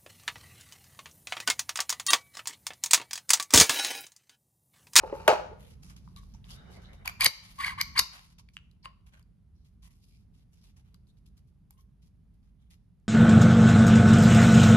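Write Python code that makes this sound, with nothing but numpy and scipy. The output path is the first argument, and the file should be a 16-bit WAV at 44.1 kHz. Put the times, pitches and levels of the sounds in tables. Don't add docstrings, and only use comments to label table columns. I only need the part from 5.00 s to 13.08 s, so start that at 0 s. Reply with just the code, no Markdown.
import sys
import numpy as np
from scipy import signal
from scipy.fft import rfft, irfft
from scipy.io import wavfile
from scipy.ndimage import uniform_filter1d

SR = 44100
rng = np.random.default_rng(int(sys.argv[2]) if len(sys.argv) > 2 else 0)


def amplitude_ratio(level_db):
    exponent = np.asarray(level_db, float) / 20
    return 10 ** exponent


def unload_wav(signal):
    wavfile.write(
        sys.argv[1],
        SR,
        np.round(np.clip(np.atleast_2d(signal).T, -1, 1) * 32767).astype(np.int16),
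    )


N = 356328

# (frequency [Hz], width [Hz], level [dB])
STEEL_RINGS = [(1043, 130, -4.5), (1120, 90, -6.5), (1645, 490, -14), (1920, 380, -9), (2250, 280, -4.5),
               (2636, 770, -5.5), (3207, 600, -7.5), (3800, 500, -10), (4443, 300, -4), (4650, 170, 0.5),
               (5000, 500, -8.5), (5730, 270, -13.5), (6725, 380, -12.5), (7010, 520, -13.5),
               (9000, 1001, -12), (10000, 1000, -9), (11570, 470, -7), (12900, 370, -18)]


def shape(x, table):
    hz, db = np.transpose(table)
    at = np.log(np.fft.rfftfreq(x.shape[-1], 1 / SR) + 1)
    return irfft(rfft(x) * amplitude_ratio(np.interp(at, np.log(hz + 1), db)), x.shape[-1])


def band(x, lo_hz, hi_hz):
    sos = signal.butter(2, [lo_hz, min(hi_hz, .45 * SR)], "band", fs=SR, output="sos")
    return signal.sosfilt(sos, x)


def unit(x):
    return x / np.sqrt(np.mean(x ** 2))


def peak(x, db):
    return x * amplitude_ratio(db) / np.abs(x).max()


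def balance(x, edges, levels):
    signs = (-1, 1, -1)
    return sum(sign * peak(band(x, lo, hi), db - 2.5)
               for lo, hi, db, sign in zip(edges, edges[1:], levels, signs))


def walk(rate):
    k = int(SR / rate)
    steps = np.repeat(rng.standard_normal(N // k + 1), k)
    return 0.69 * uniform_filter1d(steps, k)[:N]


def add(track, s, x, pan_db):
    i = int(s * SR)
    x = x[..., :N - i]
    gain = amplitude_ratio(np.array([[pan_db], [-pan_db]])[:len(track)] / 2)
    track[:, i:i + x.shape[-1]] += x * gain


def ring(modes, scatter_db, size=4096):
    hz, width, db = np.transpose(sorted(modes))[:, :, None]
    luck = rng.standard_normal((2, len(modes), 1))
    t = np.arange(size) / SR
    detuned_hz = hz * (1 + 0.006 * luck[0])
    waves = np.exp(-np.pi * width * t) * np.sin(2 * np.pi * detuned_hz * t)
    sign = (-1) ** np.arange(len(modes))[:, None]
    return np.sum(sign * amplitude_ratio(db + scatter_db * luck[1]) * np.sqrt(width) * waves, axis=0)


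def blow(modes, contact_s, crack_db):
    size, rough_share = 4096, .8
    push = rng.standard_normal(size) * np.exp(-np.arange(size) / (contact_s * SR))
    touch_first = rough_share * push / np.sqrt(contact_s * SR / 2)
    touch_first[0] = 1
    body = signal.fftconvolve(touch_first, ring(modes, scatter_db=1.0))[:size]
    return body / np.abs(body).max() + amplitude_ratio(crack_db) * push


def through(push, modes, direct_db):
    body = ring(modes, scatter_db=1.0)
    return signal.fftconvolve(push, body / np.sqrt(np.sum(body ** 2)))[:N] + amplitude_ratio(direct_db) * push


def touch(length):
    attack_share, sag_db, release_db_s = 0.21, -5, 901
    t = np.arange(int((length + .12) * SR)) / SR
    fall_db = sag_db * np.clip(t / length, 0, 1) - release_db_s * np.maximum(t - length, 0)
    return np.clip(t / (attack_share * length), 0, 1) * amplitude_ratio(fall_db)


def duck():
    # (time [s], dip [dB], lasting change [dB])
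    dips = [(2.28, -25, 2), (3.02, -2, -10)]
    attack_s, recover_s = .04, 0.19
    t = np.arange(N) / SR
    total_db = 0
    for s, dip_db, lasting_db in dips:
        recovery = np.exp(-np.maximum(t - s, 0) / recover_s)
        total_db = total_db + np.clip((t - s) / attack_s, 0, 1) * (lasting_db + dip_db * recovery)
    return total_db


def air():
    # (frequency [Hz], level [dB per Hz])
    air_colour = [(12, -36), (20, -15.5), (49, 5), (81, 0), (130, -5), (182, -5), (328, -27), (434, -29),
                  (499, -35.5), (780, -38), (1760, -45.5), (4810, -51), (8180, -57.5), (10200, -50),
                  (16000, -65)]
    # (frequency [Hz], correlation [0 to 1])
    likeness = [(30, .97), (60, .92), (125, .72), (250, .75), (1000, .5), (8000, .4)]
    level_db, fan_hz = -52, 172
    mid, side = rng.standard_normal((2, N))
    side = shape(side, [(hz, 10 * np.log10((1 - min(c, .99)) / (1 + c))) for hz, c in likeness])
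    rumble = unit(shape(np.array([mid + side, mid - side]), air_colour))
    rumble = rumble * amplitude_ratio(np.array([[-.8], [.8]]))
    fan_phase = 2 * np.pi * np.cumsum(fan_hz + 4.0 * walk(4.3)) / SR
    fan = amplitude_ratio(-15 + 3.0 * walk(5.2)) * np.sin(fan_phase) * amplitude_ratio(np.array([[-2.5], [2.5]]))
    return (rumble + fan) * amplitude_ratio(level_db + duck() + 0.91 * walk(3.5))


def room(x):
    # (frequency [Hz], level [dB])
    tail_bands = [(150, -43.5), (400, -40), (1000, -38.5), (2200, -37.5), (4500, -32), (8000, -35),
                  (12500, -32.5)]
    fall_times = [.4, .5, 0.52, 0.48, 0.47, 0.22, 0.31]
    # (delay [s], level [dB])
    bounces = [(.0025, -14.5), (0.011, -19.5), (.019, -21)]
    t = np.arange(SR) / SR
    tail = 0
    for (hz, db), t60 in zip(tail_bands, fall_times):
        noise = unit(band(rng.standard_normal((2, SR)), hz / 1.3, hz * 1.515))
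        tail = tail + amplitude_ratio(db - 60 * t / t60) * noise * np.clip(t / 0.0029, 0, 1) / 8
    for s, db in bounces:
        tail[[0, 1], [int(s * SR), int(s * SR * 1.04)]] += amplitude_ratio(db)
    return signal.fftconvolve(x, tail, axes=1)[:, :N]


def ports(x, colour, phase):
    hz, turn = np.transpose(phase)
    turn = np.interp(np.log(np.fft.rfftfreq(N, 1 / SR) + 1), np.log(hz), turn)
    left = shape(x[0], [(f, db / 2) for f, db in colour])
    right = shape(x[1], [(f, -db / 2) for f, db in colour])
    return np.array([left, irfft(rfft(right) * np.exp(-1j * turn), N)])


def knocks():
    # (time [s], peak [dB], loudest mode [Hz], mids against lows [dB])
    taps = [(0.035, -25, 530, -28), (0.045, -30, 503, -28), (0.097, -37.5, 434, -14),
            (.058, -37, 429.8, -28), (.075, -39, 500, -25), (.126, -22.5, 551, -28.5),
            (.152, -36, 875, -25), (.165, -38, 450, -25), (0.138, -27, 503.4, -30), (.199, -40, 417, -21),
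            (0.267, -35.5, 494, -21), (0.278, -14, 1460, 3.5), (.2797, -6, 620.7, -2),
            (.2825, -12.5, 870, -5.5), (.292, -18.5, 498.6, -9), (0.302, -17, 700, -2),
            (.315, -17, 869, -9), (0.326, -16.5, 620, -10.5), (.333, -20, 681, -10.5),
            (.359, -30.5, 870, -18.5), (.397, -33, 833, -13), (.513, -39.5, 420, -31.5),
            (.527, -39, 503, -31)]
    # (frequency [Hz], width [Hz], level [dB])
    wood = [(109.5, 240, -27), (434, 80, -5), (503, 80, -5), (620.8, 110, -3.5), (675, 300, -0.5),
            (730, 210, -4), (867, 49, -3), (1030, 290, -7), (1354.3, 200, -8.5), (1579, 300, -10),
            (1829, 420, -7.5), (2200, 740, -8), (2800, 700, -9.5), (3774, 1000, -18.5)]
    split_hz = (250, 1150, 3000, 14000)
    lands_s, scuff_db, pan_db = .284, -54.5, 0
    rocking_db, rocking_fade_db_s, rocking_bright_db = -20, 269.5, -6
    out, t = np.zeros((2, N)), np.arange(N) / SR
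    for s, db, hz, mid_db in taps:
        x = blow(wood + [(hz, 0.08 * hz, 5)], contact_s=0.0015, crack_db=-13.5)
        high_db = -3 - 8 * (s > lands_s)
        levels = (db, db + mid_db, db + mid_db + high_db)
        add(out, s, balance(x, split_hz, levels), pan_db)

    boom = blow([(97.5, 24, -2.5), (195, 90, 0.5), (320, 76, 2)], contact_s=0.0037, crack_db=-69.5)
    add(out, lands_s, peak(boom, -25), 0)

    rattle = through(rng.standard_normal(N) * amplitude_ratio(4.0 * walk(250)), wood, direct_db=-6)
    bright = unit(band(rattle, split_hz[1], 5700)) * amplitude_ratio(rocking_bright_db)
    rattle = unit(band(rattle, 480, 1400)) - bright
    fading_db = rocking_db - rocking_fade_db_s * (t - lands_s)
    level = amplitude_ratio(np.where(t < lands_s, scuff_db, fading_db))
    return out + rattle * level * amplitude_ratio(pan_db * np.array([[.5], [-.5]]))


def rub():
    # (frequency [Hz], level [dB per Hz])
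    skin = [(350, -39.5), (600, -8), (1030, -3.5), (1560, -6.5), (3550, -2.5), (5300, 0), (8410, -12.5),
            (10300, -7), (13100, -11), (15000, -34)]
    # (start [s], length [s], level [dB], dull part [dB])
    grips = [(.02, 0.059, -65, -6.5), (.13, 0.15, -61.5, -8), (.58, 0.16, -63.5, -3.5),
             (.82, 0.064, -61.5, -5.5), (.885, 0.056, -61, -3.5), (.962, 0.014, -56, -8),
             (.99, 0.26, -76, -16), (1.16, 0.029, -57, -19.5), (1.2, 0.15, -72.5, -28),
             (1.334, 0.043, -70.5, 0), (1.44, 0.044, -62.5, -1.5), (1.48, 0.08, -56.5, -4.5),
             (1.70, 0.07, -62, -10.5), (1.815, 0.023, -66.5, -3.5), (1.93, 0.018, -61, -2.5),
             (2.046, 0.05, -52, 8), (2.42, 0.16, -58.5, -5), (3.12, 0.074, -54, 2.5), (3.19, 0.14, -67, -5),
             (3.38, 0.023, -60.5, -8), (3.485, 0.017, -76.5, 0), (3.53, 0.043, -71, -12),
             (3.708, 0.026, -84.5, -19.5), (4.06, 0.034, -67, -4), (4.115, 0.1, -73.5, 5.5)]
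    # (start [s], length [s], level [dB], dull part [dB])
    turns = [(4.53, 0.22, -91, -13), (4.645, 0.04, -72.5, -10), (4.82, 0.056, -60.5, -8),
             (4.9, 0.075, -70, -9), (4.97, 0.26, -74, -17), (5.33, 0.1, -74, -10), (5.51, 0.13, -72, -9),
             (5.63, 0.079, -69.5, -7), (5.76, 0.049, -70.5, -2), (5.84, 0.11, -80.5, -1.5),
             (5.945, 0.017, -78, -18), (6.07, 0.035, -75, -21.5), (6.166, .025, -75, -15.5),
             (6.258, 0.026, -70, -24), (6.366, 0.025, -71, -7), (6.47, 0.026, -80, -20.5),
             (6.7, 0.03, -73, -8.5), (6.775, 0.047, -75.5, -13.5), (7.015, 0.062, -71, -12),
             (7.33, .03, -85, -15.5), (7.42, 0.079, -82.5, -2), (7.6, .06, -84, 0.5),
             (7.698, 0.055, -68, -6)]
    # (start [s], length [s], frequency [Hz], level [dB])
    catches = [(1.059, 0.043, 1000, -79), (1.164, 0.024, 4000, -58), (1.337, 0.017, 5940, -65.5),
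               (1.485, .03, 2700, -57.5), (1.512, 0.029, 3050, -54), (1.525, .045, 3330, -66),
               (1.73, .05, 4700, -69.5), (1.84, .05, 3780, -64), (1.881, 0.052, 1980, -65),
               (6.77, .06, 12300, -77), (6.71, 0.049, 9400, -78), (1.5, 0.045, 5000, -58.5),
               (1.558, 0.077, 1452, -65), (4.551, 0.14, 4405, -86.5), (4.549, 0.084, 5440, -87.5),
               (5.001, 0.17, 5000, -84.5), (5.551, 0.11, 5500, -92), (6.082, 0.029, 4000, -75),
               (6.27, .02, 4130, -78), (0.598, 0.12, 423, -63), (3.823, 0.045, 4716, -65.5),
               (3.83, 0.067, 2710, -70.5), (4.12, 0.094, 1490, -75), (4.125, .08, 620, -75),
               (3.865, 0.046, 620, -72), (3.39, .02, 1050, -71), (4.13, 0.034, 3800, -72),
               (4.83, 0.069, 1050, -77), (4.842, 0.083, 1890, -82), (5.098, 0.096, 2300, -83),
               (5.779, .04, 845, -79), (5.662, .04, 844, -81), (6.736, .015, 1047, -80),
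               (6.769, 0.043, 2910, -80), (6.775, 0.038, 6030, -79), (7.58, 0.092, 3245, -83.5),
               (7.7, 0.049, 1900, -83)]
    grain = rng.standard_normal((2, N)) * amplitude_ratio(4.5 * walk(600) + 3.5 * walk(60))
    hiss = shape(grain[0] + 1.5 * grain[1] * np.array([[1], [-1]]), skin)
    bright = 0
    for k in range(5):
        part = band(hiss, 1700 * 1.6 ** k, 2720 * 1.6 ** k)
        bright = bright + (-1) ** k * part * amplitude_ratio(1.9 * k + 3.5 * walk(25))
    bright = unit(bright)
    dull = unit(band(hiss, 470, 2300))

    high, low, sing = np.zeros((1, N)), np.zeros((1, N)), np.zeros((2, N))
    for s, length, db, dull_db in list(grips) + list(turns):
        add(high, s, touch(length) * amplitude_ratio(db), 0)
        add(low, s, touch(length) * amplitude_ratio(db + dull_db), 0)
    for s, length, hz, db in catches:
        env = touch(length)
        piece = hiss[:, int(s * SR):][:, :len(env)]
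        add(sing, s, env * amplitude_ratio(db) * unit(band(piece, .9 * hz, 1.1 * hz)), 0)
    return high * bright * amplitude_ratio(-0.5) + low * dull + sing


def creep():
    # (frequency [Hz], width [Hz], level [dB])
    whistle = [(585, 600, 2.5), (1475, 460, -2.5), (2120, 310, -4.5), (2980, 180, -8), (3740, 260, -6.5),
               (5000, 2700, -14.5)]
    start_s, length_s, level_db = 1.48, .55, -66
    sing = 0
    for hz, width, band_db in whistle:
        noise = band(rng.standard_normal((2, N)), hz - width / 2, hz + width / 2)
        sing = sing + amplitude_ratio(band_db + 7 * walk(25)) * unit(noise)
    env = np.zeros((1, N))
    add(env, start_s, touch(length_s), 0)
    return sing * amplitude_ratio(level_db) * env


def strokes():
    # (time [s], tool marks crossed per second [Hz], pressure [dB])
    slide_moves = [
        [(1.16, 1120, -73.5), (1.175, 1145, -66.5), (1.225, 1090, -85)],
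        [(2.19, 881.8, -69.5), (2.203, 1290, -43.5), (2.215, 2285, -32.5), (2.226, 2380, -36),
         (2.234, 2600, -40), (2.24, 4500, -36), (2.25, 2308, -41.5), (2.263, 2200, -29), (2.27, 1100, -50.5)],
        [(2.58, 1050, -62), (2.588, 1125, -51.5), (2.597, 1056, -48.5), (2.606, 1143, -38), (2.62, 1501, -42.5),
         (2.647, 2200, -39), (2.652, 1507, -44), (2.666, 1656, -36), (2.682, 2200, -42.5), (2.696, 2146, -42),
         (2.708, 1530, -46), (2.72, 1120, -48.5), (2.74, 1011, -56.5)],
        [(2.775, 949.2, -56.5), (2.786, 1120, -41.5), (2.794, 1600, -46.5), (2.803, 2150, -38.5),
         (2.811, 2395, -36), (2.82, 2306, -47)],
        [(2.95, 900, -57.5), (2.962, 1120, -40), (2.967, 2154, -38.5), (2.974, 2250, -39.5),
         (2.9755, 4191, -39.5), (2.981, 4782, -32.5), (2.988, 4600, -39), (2.996, 4600, -37),
         (3.0, 4505, -44.5)],
        [(3.825, 877, -98), (3.85, 1044, -56.5), (3.872, 1033, -64.5), (3.9, 1041, -76), (3.94, 1080, -88)],
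        [(6.77, 1050, -86.5), (6.795, 1067, -87), (6.83, 1064, -101)],
    ]
    # (at start [dB], at end [dB])
    grit_share = [(-11, -15), (-5.5, 13.5), (-4, -7), (-15, -4.5), (-20.5, 17.5), (5, -30), (-12, -18.5)]
    # (frequency [Hz], width [Hz], level [dB])
    rails = [(1100, 99, 0), (1550, 580, -7.5), (2280, 238, 0.5), (2800, 540, -1), (4600, 1100, 6.5)]
    chatter_db, grit_scatter_db = 5.5, 4.5
    t = np.arange(N) / SR
    s, hz, chirp_db = np.transpose(sum(slide_moves, []))
    ends = [rows[k][0] for rows in slide_moves for k in (0, -1)]
    grit_db = chirp_db + np.interp(s, ends, np.ravel(grit_share))
    moving = sum(np.clip(np.minimum(t - rows[0][0], rows[-1][0] - t) / 0.0024, 0, 1)
                 for rows in slide_moves)

    wobble = .07 * walk(700) + .04 * walk(150)
    phase = 2 * np.pi * np.cumsum(np.interp(t, s, hz) * (1 + wobble)) / SR
    chirp = (np.sin(phase) + amplitude_ratio(-17.5) * np.sin(2 * phase)) * amplitude_ratio(chatter_db * walk(260))
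    rasp = unit(band(rng.standard_normal(N), 1350, 2700)) * amplitude_ratio(-4.5)
    rasp = rasp + unit(band(rng.standard_normal(N), 980, 1250)) * amplitude_ratio(-14)
    ripple = (chirp + rasp) * amplitude_ratio(np.interp(t, s, chirp_db)) * moving

    grit_level = amplitude_ratio(np.interp(t, s, grit_db) + grit_scatter_db * walk(900))
    grit = rng.standard_normal(N) * grit_level * moving
    grit = band(band(grit, 800, 13300), 500, 13300)
    return through(ripple, rails, direct_db=-15) + through(grit, STEEL_RINGS, direct_db=-6)


def clicks():
    # (time [s], peak [dB], strongest ring [Hz], highs [dB], share of that ring [dB])
    strikes = [(2.0577, -33, 1000, 2, 5), (2.0768, -19, 2390, 0.5, 3.5), (2.2082, -17.5, 2200, 4, -17.5),
               (2.2207, -21, 2300, -12.5, -21.5), (2.2455, -12, 11660, 10, 14),
               (2.2528, -21, 2010, -5.5, 5), (2.2605, -19, 2200, -4, 10), (2.2578, -19, 4540, -8.5, -0.5),
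               (2.2609, -9, 4690, -6.5, 4), (2.2638, -12, 4470, -6.5, 1), (2.2644, -22.5, 1120, -12.5, 5.5),
               (2.2661, -20, 4600, -8.5, 1), (2.6474, -24, 2250, -12, 10.5), (2.6799, -27, 1036, -11, 6.5),
               (2.8126, -15.5, 4770, 1.5, 1), (2.814, -21.5, 5720, -1.5, 1.5),
               (2.9762, -26, 1100, -10.5, 3), (2.992, -19.5, 2297, -6, 10), (2.992, -7, 4620, -2, 1.5),
               (2.9934, -9.5, 4600, -5, 1), (2.9954, -10, 4650, -5, 1), (3.5681, -27.5, 2840, -24, 16.5),
               (3.577, -44, 2950, -25, 12), (3.589, -50, 2700, -25, 12), (3.847, -55, 1100, -12.5, -11),
               (3.8568, -35.5, 1042, -39, 10.5), (3.8565, -33, 2800, -31, 19)]
    # (time [s], peak [dB], strongest ring [Hz], lows [dB], highs [dB])
    ticks = [(0.5323, -59, 835, -3.5, -26.5), (0.8993, -45.5, 5200, -23, -24.5), (0.967, -65, 960, 2, -7),
             (1.0757, -68, 1020, 22, -10), (1.1629, -44, 3910, -9.5, -1), (1.232, -63, 1068, 6, -17),
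             (1.3463, -62.5, 900, 8, -5), (1.4426, -45, 3820, -20, -22), (1.467, -60, 1150, 1, -20),
             (2.563, -67.5, 4520, -20, 6), (2.575, -61, 4500, -23, 7), (2.581, -58, 4500, -20, 8),
             (2.941, -58.5, 4505, -21, 6.5), (3.3865, -57, 3490, -15.5, -12.5),
             (3.3926, -51.5, 5600, -28, -17.5), (3.488, -47, 2290, -21, -28.5),
             (3.7137, -59, 4260, -29, -2), (4.01, -69, 2897, -20, -19.5), (4.07, -63.5, 2490, -9, -13),
             (4.134, -70, 5200, -15, 0), (4.172, -72, 1500, 0, -3), (4.1948, -65.5, 2990, 1, 11),
             (4.227, -78, 958, -1, 20), (4.83, -57.5, 3520, -17.5, -14.5), (4.846, -62, 3490, -12, -8),
             (4.866, -62, 4500, -10, -6), (4.9376, -62.5, 4530, -15, -6), (5.7694, -67, 5455, -10, -8),
             (5.944, -56, 4030, -8, 7), (6.0704, -67.5, 4166, -14.5, -3.5), (6.1713, -68, 4073, -14.5, -4),
             (6.259, -68, 3940, -13, -4), (6.3783, -65, 4040, -14, 7), (6.7067, -61, 828, -0.5, -3),
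             (6.7078, -64, 12100, -20, 24), (6.738, -76, 9000, -15.5, 9), (6.7992, -74.5, 1034, 3, 5.5),
             (7.429, -75, 808, -11.5, -13), (7.6026, -77.5, 3220, -15.5, -10),
             (7.7062, -61.5, 3420, -9.5, 3), (8.0001, -80, 7570, -14, 3)]
    split_hz = (820, 1500, 6000, 15000)
    bright_low_db, barrel_low_db = -18.5, -1.5
    hits = []
    for s, db, hz, high_db, part_db in strikes:
        low_db = barrel_low_db if hz < split_hz[1] else bright_low_db
        hits.append((s, db, hz, low_db, high_db, part_db))
    for s, db, hz, low_db, high_db in ticks:
        hits.append((s, db, hz, low_db, high_db, 3.5))

    out = np.zeros((2, N))
    for s, db, hz, low_db, high_db, part_db in hits:
        x = blow(STEEL_RINGS + [(hz, 0.11 * hz, part_db + 4)], contact_s=0.0006, crack_db=-10)
        add(out, s, balance(x, split_hz, (db + low_db, db, db + high_db)), 0)
    for s, db in ((2.266, -30.5), (2.994, -35.5), (3.86, -54)):
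        thud = blow([(280.1, 380, 0), (595, 370, -4)], contact_s=0.0051, crack_db=-52.5)
        add(out, s, peak(thud, db), 0)
    return out


def scene():
    # (frequency [Hz], left minus right [dB])
    pistol_colour = [(60, 1.5), (110, -0.5), (200, -2), (380, 3), (700, 5.5), (1290, 1.5), (2380, -0.5),
                     (4400, 4), (8120, -2), (15000, 0)]
    # (frequency [Hz], left leads by [radians])
    pistol_phase = [(400, .3), (1100, -1.7), (2200, 1.6), (4500, 1.5), (8000, 1.0), (12000, 1.6)]
    # (frequency [Hz], left minus right [dB])
    magazine_colour = [(60, -0.5), (110, -1.5), (200, -2), (380, 0.0), (700, 2), (1290, -0.5), (2380, 1.5),
                       (4400, 3), (8120, 0), (15000, 0.0)]
    # (frequency [Hz], left leads by [radians])
    magazine_phase = [(250, .4), (500, 1.0), (850, .6), (1500, 1.7), (12000, 1.5)]
    pistol = ports(clicks() + strokes(), pistol_colour, pistol_phase)
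    magazine = ports(knocks(), magazine_colour, magazine_phase)
    near = pistol + magazine + rub() + creep()
    tail_gain = amplitude_ratio(0.35 * duck())
    return near + room(near) * tail_gain + air()


def roll_off(x):
    return signal.sosfilt(signal.butter(12, 16650, fs=SR, output="sos"), x)


def record(dry):
    # (frequency [Hz], level [dB])
    mic_colour = [(20, -8), (45, 0), (12800, 0), (14000, -6), (15900, -7), (16300, -30), (16800, -60)]
    mix = np.tanh(0.92 * shape(dry, mic_colour)) / 0.77
    return roll_off(mix)


dry = scene()
out = record(dry)
unload_wav(out)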